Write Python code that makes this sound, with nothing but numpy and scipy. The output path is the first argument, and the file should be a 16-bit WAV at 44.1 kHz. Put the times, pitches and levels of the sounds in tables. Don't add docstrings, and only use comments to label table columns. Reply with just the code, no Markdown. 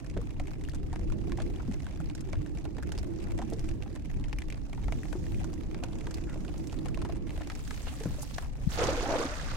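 import sys
import numpy as np
from scipy import signal
from scipy.io import wavfile

SR = 44100
rng = np.random.default_rng(int(sys.argv[2]) if len(sys.argv) > 2 else 0)


def wav_out(sig):
    wavfile.write(sys.argv[1], SR, np.round(np.clip(np.atleast_2d(sig).T, -1, 1) * 32767).astype(np.int16))


N = 421596


def from_db(db):
    return 10 ** (np.asarray(db) / 20)


def rms_one(x):
    return x / np.sqrt(np.mean(x ** 2) + 1e-20)


def peak_one(x):
    return x / (np.abs(x).max() + 1e-20)


def in_time(rows):
    s, *columns = np.transpose(rows)
    return [np.interp(np.arange(N) / SR, s, c) for c in columns]


def at_hz(points, hz):
    table = np.array(points)
    return np.interp(np.log(hz), np.log(table[:, 0]), table[:, 1])


def band(x, low_hz, high_hz):
    edges = [low_hz, min(high_hz, SR / 2 - 1000)]
    return signal.sosfilt(signal.butter(2, edges, "band", fs=SR, output="sos"), x)


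def panned(pan_db):
    return rms_one(from_db(np.array([[pan_db], [-pan_db]]) / 2))


def pair(two, alike):
    alike = np.clip(alike, -1, 1)
    middle = np.sqrt((1 + alike) / 2) * two[0]
    side = np.sqrt((1 - alike) / 2) * two[1]
    return middle + side * [[1], [-1]]


def drift(rate):
    knots = rng.standard_normal(N // 100)
    return np.interp(np.arange(N) / SR * rate, np.arange(len(knots)), knots)


def add(out, s, sound):
    i = int(np.clip(round(s * SR), 0, N - 1))
    out[:, i:i + sound.shape[1]] += sound[:, :N - i]


def dying(t, t60):
    return np.exp(-np.log(1000) * t / max(t60, 1e-4))


def swell(s, half_length):
    return np.exp(-np.minimum(((np.arange(N) / SR - s) / half_length) ** 2, 50))


def while_dripping(per_s):
    net_gone_s = 8.35
    times = np.cumsum(rng.exponential(1 / per_s, size=400))
    return times[times < net_gone_s]


def bubble(t, hz, t60, rise):
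    climb = rise * np.minimum(t, t60) * t / (2 * t60)
    return np.sin(2 * np.pi * hz * (t + climb)) * dying(t, t60)


def turbulence(spectrum, likeness, low_hz, high_hz, flicker_db, count):
    out, edges = 0, np.geomspace(low_hz, high_hz, count + 1)
    white = rng.standard_normal((2, 2, N))
    for k, (low, high) in enumerate(zip(edges, edges[1:])):
        hz = np.sqrt(low * high)
        noise = pair(band(white[k % 2], low, high), at_hz(likeness, hz))
        out = out + noise * from_db(at_hz(spectrum, hz) + flicker_db * drift(25))
    return rms_one(out)


# frequency in Hz, likeness from -1 to 1.
WATER_ALIKE = [(250, .9), (550, 0.62), (1000, 0.15), (2000, 0.066), (4000, -0.032), (12000, -0.088)]


def patter(spectrum, per_s, spread_db, grain_t60, wash, count=12):
    struck = rng.random(N) < per_s / SR
    sizes = from_db(spread_db * np.minimum(rng.exponential(1, N), 3.5)) * struck
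    power = signal.lfilter([1], [1, -dying(2 / SR, grain_t60)], sizes ** 2 + 1e-18)
    white = rng.standard_normal((2, 2, N)) * np.sqrt(power / power.mean() + wash ** 2)
    out, edges = 0, np.geomspace(480, 16500, count + 1)
    for k, (low, high) in enumerate(zip(edges, edges[1:])):
        hz = np.sqrt(low * high)
        colour_db = at_hz(spectrum, hz) + 3.3 * drift(140)
        out = out + pair(band(white[k % 2], low, high), at_hz(WATER_ALIKE, hz)) * from_db(colour_db)
    return rms_one(out)


# time in seconds, level in dB re the steady breeze.
WIND_STRENGTH = [(0, -3), (0.8, -3), (1.3, 5), (1.8, -4), (2.25, -.5), (2.8, -1.5), (3.15, 3.5),
                 (3.85, -0.5), (4.1, -6), (4.45, -2), (4.68, -7), (4.9, -1.5), (5.6, 1.5), (6.5, 0),
                 (7.08, 3.5), (7.7, -8), (8.4, -7.5), (8.55, -16.5)]
# centre in seconds, half length in seconds, rise in dB.
RUMBLE_GUSTS = [(0.172, 0.042, 6.5), (0.402, 0.038, 7.5), (1.212, 0.52, 3.5), (2.384, 0.039, 7),
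                (3.0, .1, 3.5), (3.32, 0.056, 5.5), (3.694, .08, 2.5), (4.197, 0.08, 9), (4.875, 0.14, 5),
                (5.35, 0.15, 6.5), (6.984, 0.18, 2.5), (8.79, 0.21, 6), (9.5, 0.14, 4.5)]
# frequency in Hz, relative level in dB per Hz.
BUFFET_COLOUR = [(12, -30), (20, 6), (42, 3.5), (162, -9), (231, -24.5), (260, -10), (340, -43),
                 (570, -120)]
# frequency in Hz, relative level in dB per Hz.
DRONE_COLOUR = [(120, 3), (170, 0.5), (235, -1.5), (320, -1), (400, -8), (520, -18.5), (800, -30.5),
                (1400, -50)]
# frequency in Hz, likeness from -1 to 1.
WIND_ALIKE = [(25, 0.11), (100, 0.28), (200, 0.21), (330, 0.43), (1000, 0)]
BUFFET_DB, BUFFET_FOLLOWS = -36, 0.094
DRONE_DB, HOWL_DB = -42.5, -45.5
HOWL_HZ, HOWL_HZ_PER_DB = 315, 5
PUFF_S, PUFF_DB, PUFF_HZ, PUFF_HALF_S = 8.6755, -14.5, 150, .0045


def wind():
    wind_db, = in_time(WIND_STRENGTH)
    t = np.arange(N) / SR
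    gust_db = sum(rise_db * swell(s, half_length) for s, half_length, rise_db in RUMBLE_GUSTS)
    rumble = turbulence(BUFFET_COLOUR, WIND_ALIKE, 18.38, 292.0, flicker_db=2.0, count=8)
    buffet = from_db(BUFFET_DB + BUFFET_FOLLOWS * wind_db + gust_db) * rumble
    drone = turbulence(DRONE_COLOUR, WIND_ALIKE, 121.6, 1330, flicker_db=4.0, count=10) * panned(-17.0)
    waver = drift(65) + 1j * drift(65)
    cycles = np.cumsum(HOWL_HZ + HOWL_HZ_PER_DB * wind_db) / SR
    howl = rms_one(np.real(waver * np.exp(2j * np.pi * cycles))) * panned(-56)
    tones = from_db(wind_db) * (from_db(DRONE_DB) * drone + from_db(HOWL_DB) * howl)
    puff = from_db(PUFF_DB) * np.cos(2 * np.pi * PUFF_HZ * (t - PUFF_S)) * swell(PUFF_S, PUFF_HALF_S)
    return buffet * panned(0.43) + tones + puff * panned(24.4)


# time in seconds, level in dB.
WASH_LEVEL = [(0, -61), (.9, -74), (2.5, -69), (4.6, -69), (5.7, -57), (7.1, -57), (7.7, -63.5),
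              (8.5, -60.5)]
# frequency in Hz, relative level in dB per Hz.
WASH_SPECTRUM = [(400, 1.5), (700, -7), (1400, -17), (2500, -24)]


def wash():
    level_db, = in_time(WASH_LEVEL)
    return from_db(level_db) * turbulence(WASH_SPECTRUM, WATER_ALIKE, 380, 2490, flicker_db=2.5, count=6)


# frequency in Hz, relative level in dB per Hz.
RUSTLE_COLOUR = [(290, -31), (500, -2), (676, 0.5), (1240, -9.5), (1510, -9.5), (2130, -5.5), (3380, -15),
                 (6450, -17), (8240, -21), (14200, -32.5), (15500, -44)]
# frequency in Hz, relative level in dB per Hz.
SWISH_COLOUR = [(2500, 3), (4500, 2), (6500, 2.5), (9000, -2.5), (12000, -7), (15500, -9.5)]
# centre in seconds, half length in seconds, rustle level in dB, swish level in dB.
HAND_STROKES = [(1.55, 0.4, -59.5, -70), (2.434, 0.085, -63, -84), (3.25, 0.29, -56, -79),
                (3.627, 0.1, -61, -64.5), (4.955, 0.16, -72, -64), (5.305, 0.22, -77, -62.5),
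                (6.086, 0.23, -57.5, -71), (6.612, 0.2, -73, -63), (7.007, 0.1, -54.5, -77)]
# time in seconds, rustle level in dB, swish level in dB.
THROW_LEVELS = [(7.2, -75.5, -80.5), (7.33, -57, -61.5), (7.48, -54, -65), (7.69, -62, -53.5),
                (7.85, -52, -53), (8.3, -63, -55.5), (8.43, -57, -54.5), (8.54, -81, -75),
                (8.66, -90.5, -60)]
# centre in seconds, level in dB, pitch in Hz, half length in seconds, left over right in dB.
MESH_FOLDS = [(1.41, -55, 2600, 0.028, 3), (1.604, -47, 1210, 0.0089, 2), (3.275, -52, 1090, 0.034, -4),
              (7.885, -48.5, 2800, 0.032, -6), (8.229, -45.5, 9500, 0.014, 0), (8.3, -50, 4520, 0.005, -1),
              (8.346, -52, 5000, 0.0077, -6), (8.44, -52, 1150, .03, 0)]
RIPPLE_DB, IDLE_SWISH_DB = -58, -80


def mesh():
    idle = from_db([[RIPPLE_DB], [IDLE_SWISH_DB]])
    rustle_power, swish_power = from_db(in_time(THROW_LEVELS)) ** 2 + idle ** 2
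    for s, half_length, rustle_db, swish_db in HAND_STROKES:
        stroke = swell(s, half_length)
        rustle_power = rustle_power + stroke * from_db(rustle_db) ** 2
        swish_power = swish_power + stroke * from_db(swish_db) ** 2
    coarse = patter(RUSTLE_COLOUR, per_s=190, spread_db=4.7, grain_t60=0.026, wash=0.46)
    fine = patter(SWISH_COLOUR, per_s=4500, spread_db=6.0, grain_t60=0.0065, wash=0.56)
    out = np.sqrt(rustle_power) * coarse * panned(-0.13) + np.sqrt(swish_power) * fine * panned(0.46)
    t = np.arange(SR // 4) / SR
    middle = t.mean()
    for s, level_db, hz, half_length, pan_db in MESH_FOLDS:
        grain = from_db(4 * drift(300)[:len(t)])
        scuff = rms_one(band(grain * rng.standard_normal((2, len(t))), hz * 0.5, hz * 1.25))
        whip = scuff * np.exp(-((t - middle) / half_length) ** 2)
        add(out, s - middle, from_db(level_db) * whip * panned(pan_db))
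    return out


PLINKS_PER_S, PLINK_DB = 19, -61


def drizzle():
    out, t = np.zeros((2, N)), np.arange(SR // 20) / SR
    times = while_dripping(PLINKS_PER_S)
    for s, (pitch, size, side) in zip(times, rng.random((len(times), 3))):
        hz = 1100 * 3.2 ** pitch
        gain = from_db(PLINK_DB + 7.2 * size ** 2 - 4 * pitch)
        add(out, s, gain * bubble(t, hz, 42 / hz, rise=0.082) * panned(12 * (side - .5)))
    return out


# start in seconds, level in dB, pitch in Hz, left over right in dB.
PUDDLE_DROPS = [(.045, -44, 1680, 0), (.215, -39, 1140, 6), (.515, -44.5, 1590, 0), (.650, -40.5, 2780, 6),
                (.687, -37, 1750, 4), (.6955, -39.5, 4470, 4), (1.101, -41, 1380, -2),
                (2.002, -40, 1420, .5), (2.8264, -35.5, 1640, -1), (2.832, -36, 1650, -1),
                (2.9865, -34, 4970, -2), (3.501, -40, 7700, 0), (4.141, -43, 2390, 0),
                (4.3862, -32, 2300, 0), (4.502, -33, 2300, -4), (4.923, -29.5, 2150, 1),
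                (5.033, -35.5, 1910, 5), (5.345, -38, 2450, 0), (5.395, -44, 2580, 0),
                (5.539, -40, 5930, -1), (6.1427, -32, 4630, 1), (6.56, -45, 2650, 0), (6.58, -41, 6350, 0),
                (6.672, -38, 6000, -3), (6.9448, -35, 2650, -5)]
PLIP_CYCLES, PLIP_ECHO_S = 18, 0.00353
PLIP_TAIL_DB, PLIP_CLICK_DB = -10, -3.5


def plips():
    out, t = np.zeros((2, N)), np.arange(SR // 16) / SR
    for s, level_db, hz, pan_db in PUDDLE_DROPS:
        ring = bubble(t, hz, PLIP_CYCLES / hz, rise=.06)
        delays = (rng.random((2, 2)) * PLIP_ECHO_S * SR).astype(int)
        echoes = np.array([sum(np.roll(ring, delay) for delay in side) for side in delays])
        noise = rng.standard_normal((2, len(t)))
        tail = peak_one(band(noise * dying(t, 0.07), hz * 0.77, hz * 1.4))
        click = peak_one(band(noise * dying(t, 0.028) + 4 * (t == 0), 800, 9000))
        plip = peak_one(ring + .35 * echoes) + from_db(PLIP_TAIL_DB) * tail + from_db(PLIP_CLICK_DB) * click
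        add(out, s, from_db(level_db) * plip * panned(pan_db))
    return out


SPLAT = 0.087
DRIP_RING_DB, DRIP_RING_CYCLES = -14, 55


def tick(body_db, spatter_db, ring_hz, count=4):
    t = np.arange(SR // 10) / SR
    noise = rng.standard_normal((3, 2, len(t)))
    splat = SPLAT * (0.64 + rng.random())
    impact = noise[0] * splat * (dying(t, .016) + .22 * dying(t, .09))
    impact[:, 0] += 1.3
    for delay, strength in rng.random((count, 2)):
        impact[:, int(delay * .004 * SR)] += 0.77 * (2 * strength - 1)
    crack = peak_one(band(impact, 860, 3800))
    ring = peak_one(band(impact + .12 * noise[1] * dying(t, .02), ring_hz * .86, ring_hz * 1.15))
    body = peak_one(band(impact + 0.19 * noise[1, 0] * dying(t, 0.058), 360, 1030))
    droplets = impact + 2.0 * splat * noise[2] * dying(t, 0.037)
    spatter = peak_one(band(band(droplets, 4200, 14000), 2870, 7500))
    plink = from_db(DRIP_RING_DB) * bubble(t, ring_hz, DRIP_RING_CYCLES / ring_hz, rise=0.13)
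    hit = from_db(3.0) * crack + from_db(-2.0) * ring
    return hit + from_db(body_db + 5.0) * body + from_db(spatter_db + 11.5) * spatter + plink


# start in seconds, level in dB, body trim in dB, spatter trim in dB, ring in Hz,
# left over right in dB.
LOUD_DRIPS = [(.099, -43.5, -14, -9.5, 2300, -2), (.175, -38.5, -9, -17, 1660, -1),
              (.306, -46.5, -4, -13, 2400, -1), (.398, -36.5, -5, -17, 2020, 0),
              (0.4716, -43.5, -9, -11, 2210, 2), (0.7353, -45.5, 0, -10, 1420, 1),
              (.747, -45, -4, -3.5, 1440, 1), (0.753, -50, -12, -3, 4400, 1),
              (.9293, -42, 2.5, -12, 1570, 1), (1.122, -42, -1.5, -13, 2350, -14),
              (1.296, -46, -11, -11, 1380, 0), (1.374, -43.5, -2.5, -6, 1820, 1),
              (1.4015, -36.5, -11, -23, 1540, -3), (1.42, -39.5, -3.5, -9, 3800, 1),
              (1.56, -44.5, -14, -12, 3020, 3), (1.722, -45, -11, -12, 2180, -2),
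              (1.803, -44, -11, -16, 1910, -2), (1.844, -47.5, -18, -8, 1470, 5),
              (1.8665, -40.5, -4, -17, 1590, -2), (2.099, -39.5, -4, -21, 2330, -7),
              (2.1505, -44, -5, -0.5, 1600, -2.5), (2.2077, -48.5, -14, 1.5, 1280, 10),
              (2.355, -43, -14, -27, 1650, 1), (2.462, -44, -6.5, -13, 1580, 0),
              (2.573, -44.5, -4, -14, 2300, 0), (2.653, -40.5, 1, -18, 1560, -5),
              (2.7836, -40.5, 0, -18, 1580, -1), (2.9199, -36, -7, -10.5, 1580, -0.5),
              (2.9779, -36, -6, -16, 4740, -1), (3.308, -46, -6.5, -11, 2400, -2),
              (3.3887, -37, -5, -12.5, 1840, -4), (3.417, -42, -6, -13, 1750, -2),
              (3.535, -44.5, -10, -3.5, 4900, 1), (3.5937, -41, -11, -8, 5330, 5),
              (3.642, -45.5, -4.5, -12, 2000, -3), (3.689, -41, -6, -8.5, 2420, 0),
              (3.959, -41.5, -3, -10.5, 1650, -1.5), (4.42, -35, -21, -19, 2030, -1.5),
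              (4.5245, -36, -23.5, -19, 2280, -2), (4.731, -39, -1, -16, 2220, -1),
              (4.842, -44.5, -5, -13, 1900, -0.5), (5.055, -43.5, -8, -20, 2100, 0),
              (5.128, -36, -2, -13, 1490, 8), (5.266, -43, -5, -18, 1880, -1),
              (5.4434, -41, 0.5, -6.5, 1400, -3), (5.8367, -32.5, -2, -14.5, 2450, -2),
              (5.986, -47, -12, -6.5, 2680, 3), (6.009, -43, -20, -15, 2320, -5),
              (6.0693, -36, -1.5, -19, 1700, 0), (6.109, -44, -15.5, -5, 1310, 2.5),
              (6.239, -44, -18, -9, 2600, 0), (6.449, -43, -13, -10, 1500, 0),
              (6.481, -41.5, -13.5, -28, 2750, -7.5), (6.697, -44, -10, -19, 2490, -2),
              (6.727, -45, 3, -6, 2590, -6), (6.789, -40.5, -15, -16, 3500, 0),
              (6.8582, -39.5, 3, -8, 1920, 13), (6.8847, -39.5, -14, -8, 1500, -1),
              (7.05, -40, -3, -14, 1700, 1), (7.2938, -42, -5, -25, 2300, 0.5),
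              (7.306, -39, -7, -18, 1990, -2), (7.418, -39.5, -6, -24, 1620, -2),
              (7.552, -45.5, -22, -0.5, 2330, -2), (7.6768, -38.5, -19, -12, 1560, -5),
              (7.87, -40.5, 4, -24, 1590, 1), (8.001, -47, -3.5, -5.5, 3970, -3),
              (8.016, -44, -5, -15, 1900, -0.5), (8.036, -39.5, -5.5, -7, 1670, -4.5),
              (8.0565, -41.5, 3, -25, 1560, 5)]
DRIPS_PER_S, DRIP_DB, DRIP_SPREAD_DB = 2.9, -49.5, 1
DRIP_BODY_DB, DRIP_SPATTER_DB, DRIP_HZ = -8, -12, 1970


def ticks():
    out = np.zeros((2, N))
    for s, level_db, body_db, spatter_db, ring_hz, pan_db in LOUD_DRIPS:
        add(out, s, from_db(level_db) * tick(body_db, spatter_db, ring_hz) * panned(pan_db))
    for s in while_dripping(DRIPS_PER_S):
        size, body, wet, pitch, side = rng.standard_normal(5)
        drip = tick(DRIP_BODY_DB + 5 * body, DRIP_SPATTER_DB + 3 * wet, DRIP_HZ * np.exp(.3 * pitch))
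        add(out, s, from_db(DRIP_DB + DRIP_SPREAD_DB * size) * drip * panned(4 * side))
    return out


# start in seconds, level in dB, pitch in Hz, t60 in seconds, left over right in dB.
AIR_POCKETS = [(.166, -28.5, 368, 0.027, 1), (.168, -34, 610, 0.026, 2), (0.187, -35.5, 458, 0.082, 3),
               (.399, -39, 706, 0.027, 1), (.930, -38.5, 680, 0.042, 3), (1.385, -35.5, 750, 0.035, 5),
               (1.401, -36, 610, 0.048, 2), (1.683, -28.5, 247, 0.14, 7), (1.695, -27.5, 195, 0.086, 4),
               (2.003, -41.5, 640, 0.027, -2), (2.333, -32, 614, 0.026, 23), (3.391, -33, 686, 0.044, 2.5),
               (3.418, -36.5, 755, 0.066, 2), (3.42, -41, 954, 0.04, 2), (3.522, -36, 650, 0.06, 1),
               (3.528, -35, 440, 0.11, 0), (3.861, -45, 775, .04, 2), (4.778, -43, 890, .04, 0),
               (4.883, -40, 860, .03, 7), (4.923, -36, 640, 0.045, -0.5), (5.053, -46, 754, 0.028, 0),
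               (5.153, -28.5, 347, 0.088, 0), (5.828, -38, 702, 0.037, -0.5), (6.358, -38.5, 600, 0.037, 1),
               (6.483, -40, 686, .03, -2), (7.05, -37, 923, 0.037, 2), (7.095, -34, 664, 0.042, 3),
               (8.008, -34.5, 435, 0.071, 2), (8.184, -42, 585, 0.095, 2), (8.23, -42, 840, 0.044, -4),
               (8.787, -27, 460, 0.078, 1), (8.818, -22.5, 495, 0.091, 1), (8.835, -23, 370, 0.036, 5),
               (8.887, -22.5, 528, 0.06, 3), (8.927, -30, 313, .06, 1), (8.975, -31, 479, 0.15, 0),
               (9.006, -33, 330, 0.035, 0), (9.028, -27.5, 397, 0.046, 0), (9.038, -31, 703, 0.078, -3),
               (9.058, -29.5, 788, 0.075, 0), (9.066, -30, 292, 0.037, 0), (9.087, -30, 300, 0.05, 0),
               (9.09, -28, 560, 0.074, -1), (9.108, -28, 640, 0.088, 0), (9.138, -26, 386, 0.04, 2),
               (9.14, -26, 638, .06, -2), (9.125, -31, 600, 0.089, 2), (9.155, -24.5, 508, 0.078, 3),
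               (9.198, -26.5, 460, 0.12, 4), (9.225, -34, 347, 0.069, 0), (9.253, -25, 274, 0.056, -0.5),
               (9.325, -37, 606, .08, 0.5)]
# start in seconds, level in dB, pitch in Hz, t60 in seconds, left over right in dB.
BOAT_KNOCKS = [(0.166, -26.5, 210, 0.052, -2), (3.5, -37, 203.7, 0.11, -24), (3.523, -35, 174, 0.11, 1),
               (8.056, -25.5, 175, 0.19, 4)]
POCKET_RISE = 0.14
GULP_ATTACK_CYCLES, SLOSH_PER_KHZ = 1.6, .95


def hull():
    out, t = np.zeros((2, N)), np.arange(SR // 4) / SR
    for s, level_db, hz, t60, pan_db in AIR_POCKETS:
        noise = rng.standard_normal((2, len(t))) * dying(t, 0.071)
        slosh = peak_one(pair(band(noise, hz * 0.68, hz * 1.7), 0.8))
        attack = 1 - dying(t, GULP_ATTACK_CYCLES / hz)
        pocket = bubble(t, hz, t60, POCKET_RISE * (.5 + rng.random())) * attack
        gulp = 1.3 * pocket + SLOSH_PER_KHZ * hz / 1000 * slosh
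        add(out, s, from_db(level_db) * gulp * panned(pan_db))
    for s, level_db, hz, t60, pan_db in BOAT_KNOCKS:
        planks = peak_one(band(rng.standard_normal(len(t)) * dying(t, t60), hz * 0.38, hz * 1.33))
        boom = np.sin(2 * np.pi * hz * t) * dying(t, t60)
        add(out, s, from_db(level_db) * (0.67 * boom + 1.08 * planks) * panned(pan_db))
    return out


# start in seconds, level in dB, left over right in dB, plank level in dB re the pulse, ring in Hz.
SINKER_RAPS = [(.9599, -35, 1.5, 0.5, 1700), (1.3205, -31.5, -2, -1, 1700), (2.3316, -30.5, -2, -3, 1770),
               (3.824, -36, -2, -4, 2100), (4.329, -30.5, 3, -2, 1960), (4.8824, -35.5, 6, 4, 1700),
               (4.9233, -34.5, 1, 3, 2200), (5.746, -33.5, 0, -2, 1700), (6.9746, -34.5, -3, 6, 1200),
               (7.018, -32, 2, -3, 1300), (7.5, -28.5, -1, -4, 1700), (7.7086, -27, 1, -4.5, 1550),
               (8.383, -24.5, 0.5, 0, 1450)]
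# pitch in Hz, level in dB, t60 in seconds.
PLANK_RESONANCES = [(560, -5, 0.022), (780, 1, 0.022), (1037, -1, 0.022)]
SINKER_RING_DB, SINKER_TAIL_DB, SINKER_TAIL_S = -1, -11, 0.037


def sinkers():
    out, t = np.zeros((2, N)), np.arange(SR // 12) / SR
    click = 1.0 * (t == 0)
    pulse = peak_one(band(click, 810, 5500))
    for s, level_db, pan_db, body_db, ring_hz in SINKER_RAPS:
        plank = 0
        for hz, db, t60 in PLANK_RESONANCES:
            gain = from_db(db + 2 * rng.standard_normal())
            plank = plank + gain * bubble(t, hz * np.exp(.12 * rng.standard_normal()), t60, rise=0)
        plank = peak_one(plank)
        rattle = rng.standard_normal((2, len(t))) * dying(t, SINKER_TAIL_S)
        ring = peak_one(band(click + 0.094 * rattle, ring_hz * 0.71, ring_hz * 1.38))
        scatter = peak_one(band(rattle, 900, 4200))
        rap = pulse + from_db(SINKER_RING_DB) * ring
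        rap = rap + from_db(body_db) * plank + from_db(SINKER_TAIL_DB) * scatter
        add(out, s, from_db(level_db) * rap * panned(pan_db))
    return out


# start in seconds, length in seconds, starting pitch in Hz, level in dB.
BIRD_WHISTLES = [(2.335, 0.15, 2770, -74), (7.062, 0.17, 2760, -69.5)]
WHISTLE_SAG_HZ_PER_S = 604


def bird():
    out, flutter = np.zeros((2, N)), (drift(70) + 1j * drift(70)) / 2
    for s, length, hz, level_db in BIRD_WHISTLES:
        t = np.arange(int(length * SR)) / SR
        tone = np.exp(2j * np.pi * (hz - WHISTLE_SAG_HZ_PER_S * t / 2) * t)
        note = tone * (1 + flutter[int(s * SR):][:len(t)])
        add(out, s, from_db(level_db) * note.real * np.sin(np.pi * t / length) * panned(0))
    return out


# centre in seconds, half length in seconds, level in dB.
MESH_SLIDES = [(5.1, 0.28, -66), (6.25, 0.38, -68.5)]


def slides():
    level = sum(from_db(level_db) * swell(s, half_length) for s, half_length, level_db in MESH_SLIDES)
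    return level * rms_one(band(rng.standard_normal((2, N)), 5300, 7400))


TRICKLE_S, TRICKLE_LENGTH_S, TRICKLE_HZ, TRICKLE_DB = 6.27, 0.066, 1700, -47


def trickle(count=14):
    out, t = np.zeros((2, N)), np.arange(SR // 20) / SR
    for when, pitch, size in rng.random((count, 3)):
        hz = TRICKLE_HZ * 1.6 ** (pitch - .5)
        drop = from_db(TRICKLE_DB - 5.8 * size) * bubble(t, hz, 50 / hz, rise=.1)
        add(out, TRICKLE_S + when * TRICKLE_LENGTH_S, drop * panned(0))
    return out


# start in seconds, attack in seconds, hold in seconds, fall in dB per second,
# bubble level in dB, spray level in dB.
RIM_PLUNGES = [(8.768, 0.02, 0.052, 44, -32, -37), (9.042, 0.06, 0.12, 190, -33.5, -41)]
LANDING_S, FOAM_RISE_S = 8.68, 0.077
FIZZ_DB, AFTER_BUBBLES_DB, FIZZ_FALL_DB_PER_S = -41, -48.5, 3.5


def surges():
    t = np.arange(N) / SR
    foam_rise = np.clip((t - LANDING_S) / FOAM_RISE_S, 0, 1)
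    foam = foam_rise * from_db(-FIZZ_FALL_DB_PER_S * (t - LANDING_S))
    power = (foam * from_db([[AFTER_BUBBLES_DB], [FIZZ_DB]])) ** 2
    for s, attack, hold, fall_db_per_s, bubbles_db, spray_db in RIM_PLUNGES:
        fall = from_db(-fall_db_per_s * np.maximum(t - s - attack - hold, 0))
        surge = np.clip((t - s) / attack, 0, 1) * fall
        power = power + (surge * from_db([[bubbles_db], [spray_db]])) ** 2
    return np.sqrt(power)


# frequency in Hz, relative level in dB per Hz.
BUBBLE_COLOUR = [(130, -44), (220, -17), (265, -0.5), (309, 0), (422, -8), (513, 0.5), (834, -6),
                 (935, -12), (1500, -13), (1910, -24), (2600, -14), (3380, -51), (5720, -120)]
# frequency in Hz, relative level in dB per Hz.
SPRAY_COLOUR = [(700, 6), (1400, 10), (2400, 3.3), (3500, -0.5), (6300, -2), (8000, -9.5), (10500, -17),
                (13000, -22.5), (15500, -28.5)]
# centre in seconds, half length in seconds, rise in dB.
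SINKER_BUNCHES = [(8.819, .005, 3), (8.839, 0.0079, 6), (8.872, 0.0058, 3), (9.033, 0.0089, 5.5),
                  (9.26, .008, 3)]
LEAD_S, LEAD_HALF_S, LEAD_DB = 8.738, 0.042, -46


def splash(count=2400):
    bubbling, spraying = surges()
    start, end = 8.6, N / SR
    cloud, t = np.zeros((2, N)), np.arange(SR // 12) / SR
    for when, pitch, size, side in rng.random((count, 4)):
        hz = 240 * (2500 / 240) ** pitch
        gain = from_db(at_hz(BUBBLE_COLOUR, hz) + 10 * size ** 4) * hz
        lag = (side - .55) * 0.00058
        heard = np.maximum(t + np.array([[lag], [-lag]]) / 2 - abs(lag), 0)
        add(cloud, start + when * (end - start), gain * bubble(heard, hz, 22 / hz, rise=0.1))
    cloud /= cloud[:, round(start * SR):].std()
    spray = patter(SPRAY_COLOUR, per_s=900, spread_db=3.2, grain_t60=0.009, wash=0.95)
    hiss = patter(SWISH_COLOUR, per_s=800, spread_db=2.0, grain_t60=0.006, wash=0.62)
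    lead = from_db(LEAD_DB) * swell(LEAD_S, LEAD_HALF_S) * hiss
    bunch_db = sum(rise_db * swell(s, half_length) for s, half_length, rise_db in SINKER_BUNCHES)
    spray = spray * from_db(bunch_db)
    return bubbling * cloud * panned(-3.5) + (spraying * spray + lead) * panned(-3.1)


def scene():
    water_and_wind = wind() + wash() + drizzle() + plips() + hull()
    net = mesh() + ticks() + sinkers() + slides() + trickle() + splash()
    return water_and_wind + net + bird()


def record(dry):
    presence = band(dry, 2970, 10300) * np.array([[-.3], [.4]])
    air = band(dry, 7800, 12500) * np.array([[.15], [-.15]])
    top_cut = signal.ellip(10, .2, 80, 16000, fs=SR, output="sos")
    return signal.sosfilt(top_cut, dry + presence + air)


dry = scene()
out = record(dry)
wav_out(out)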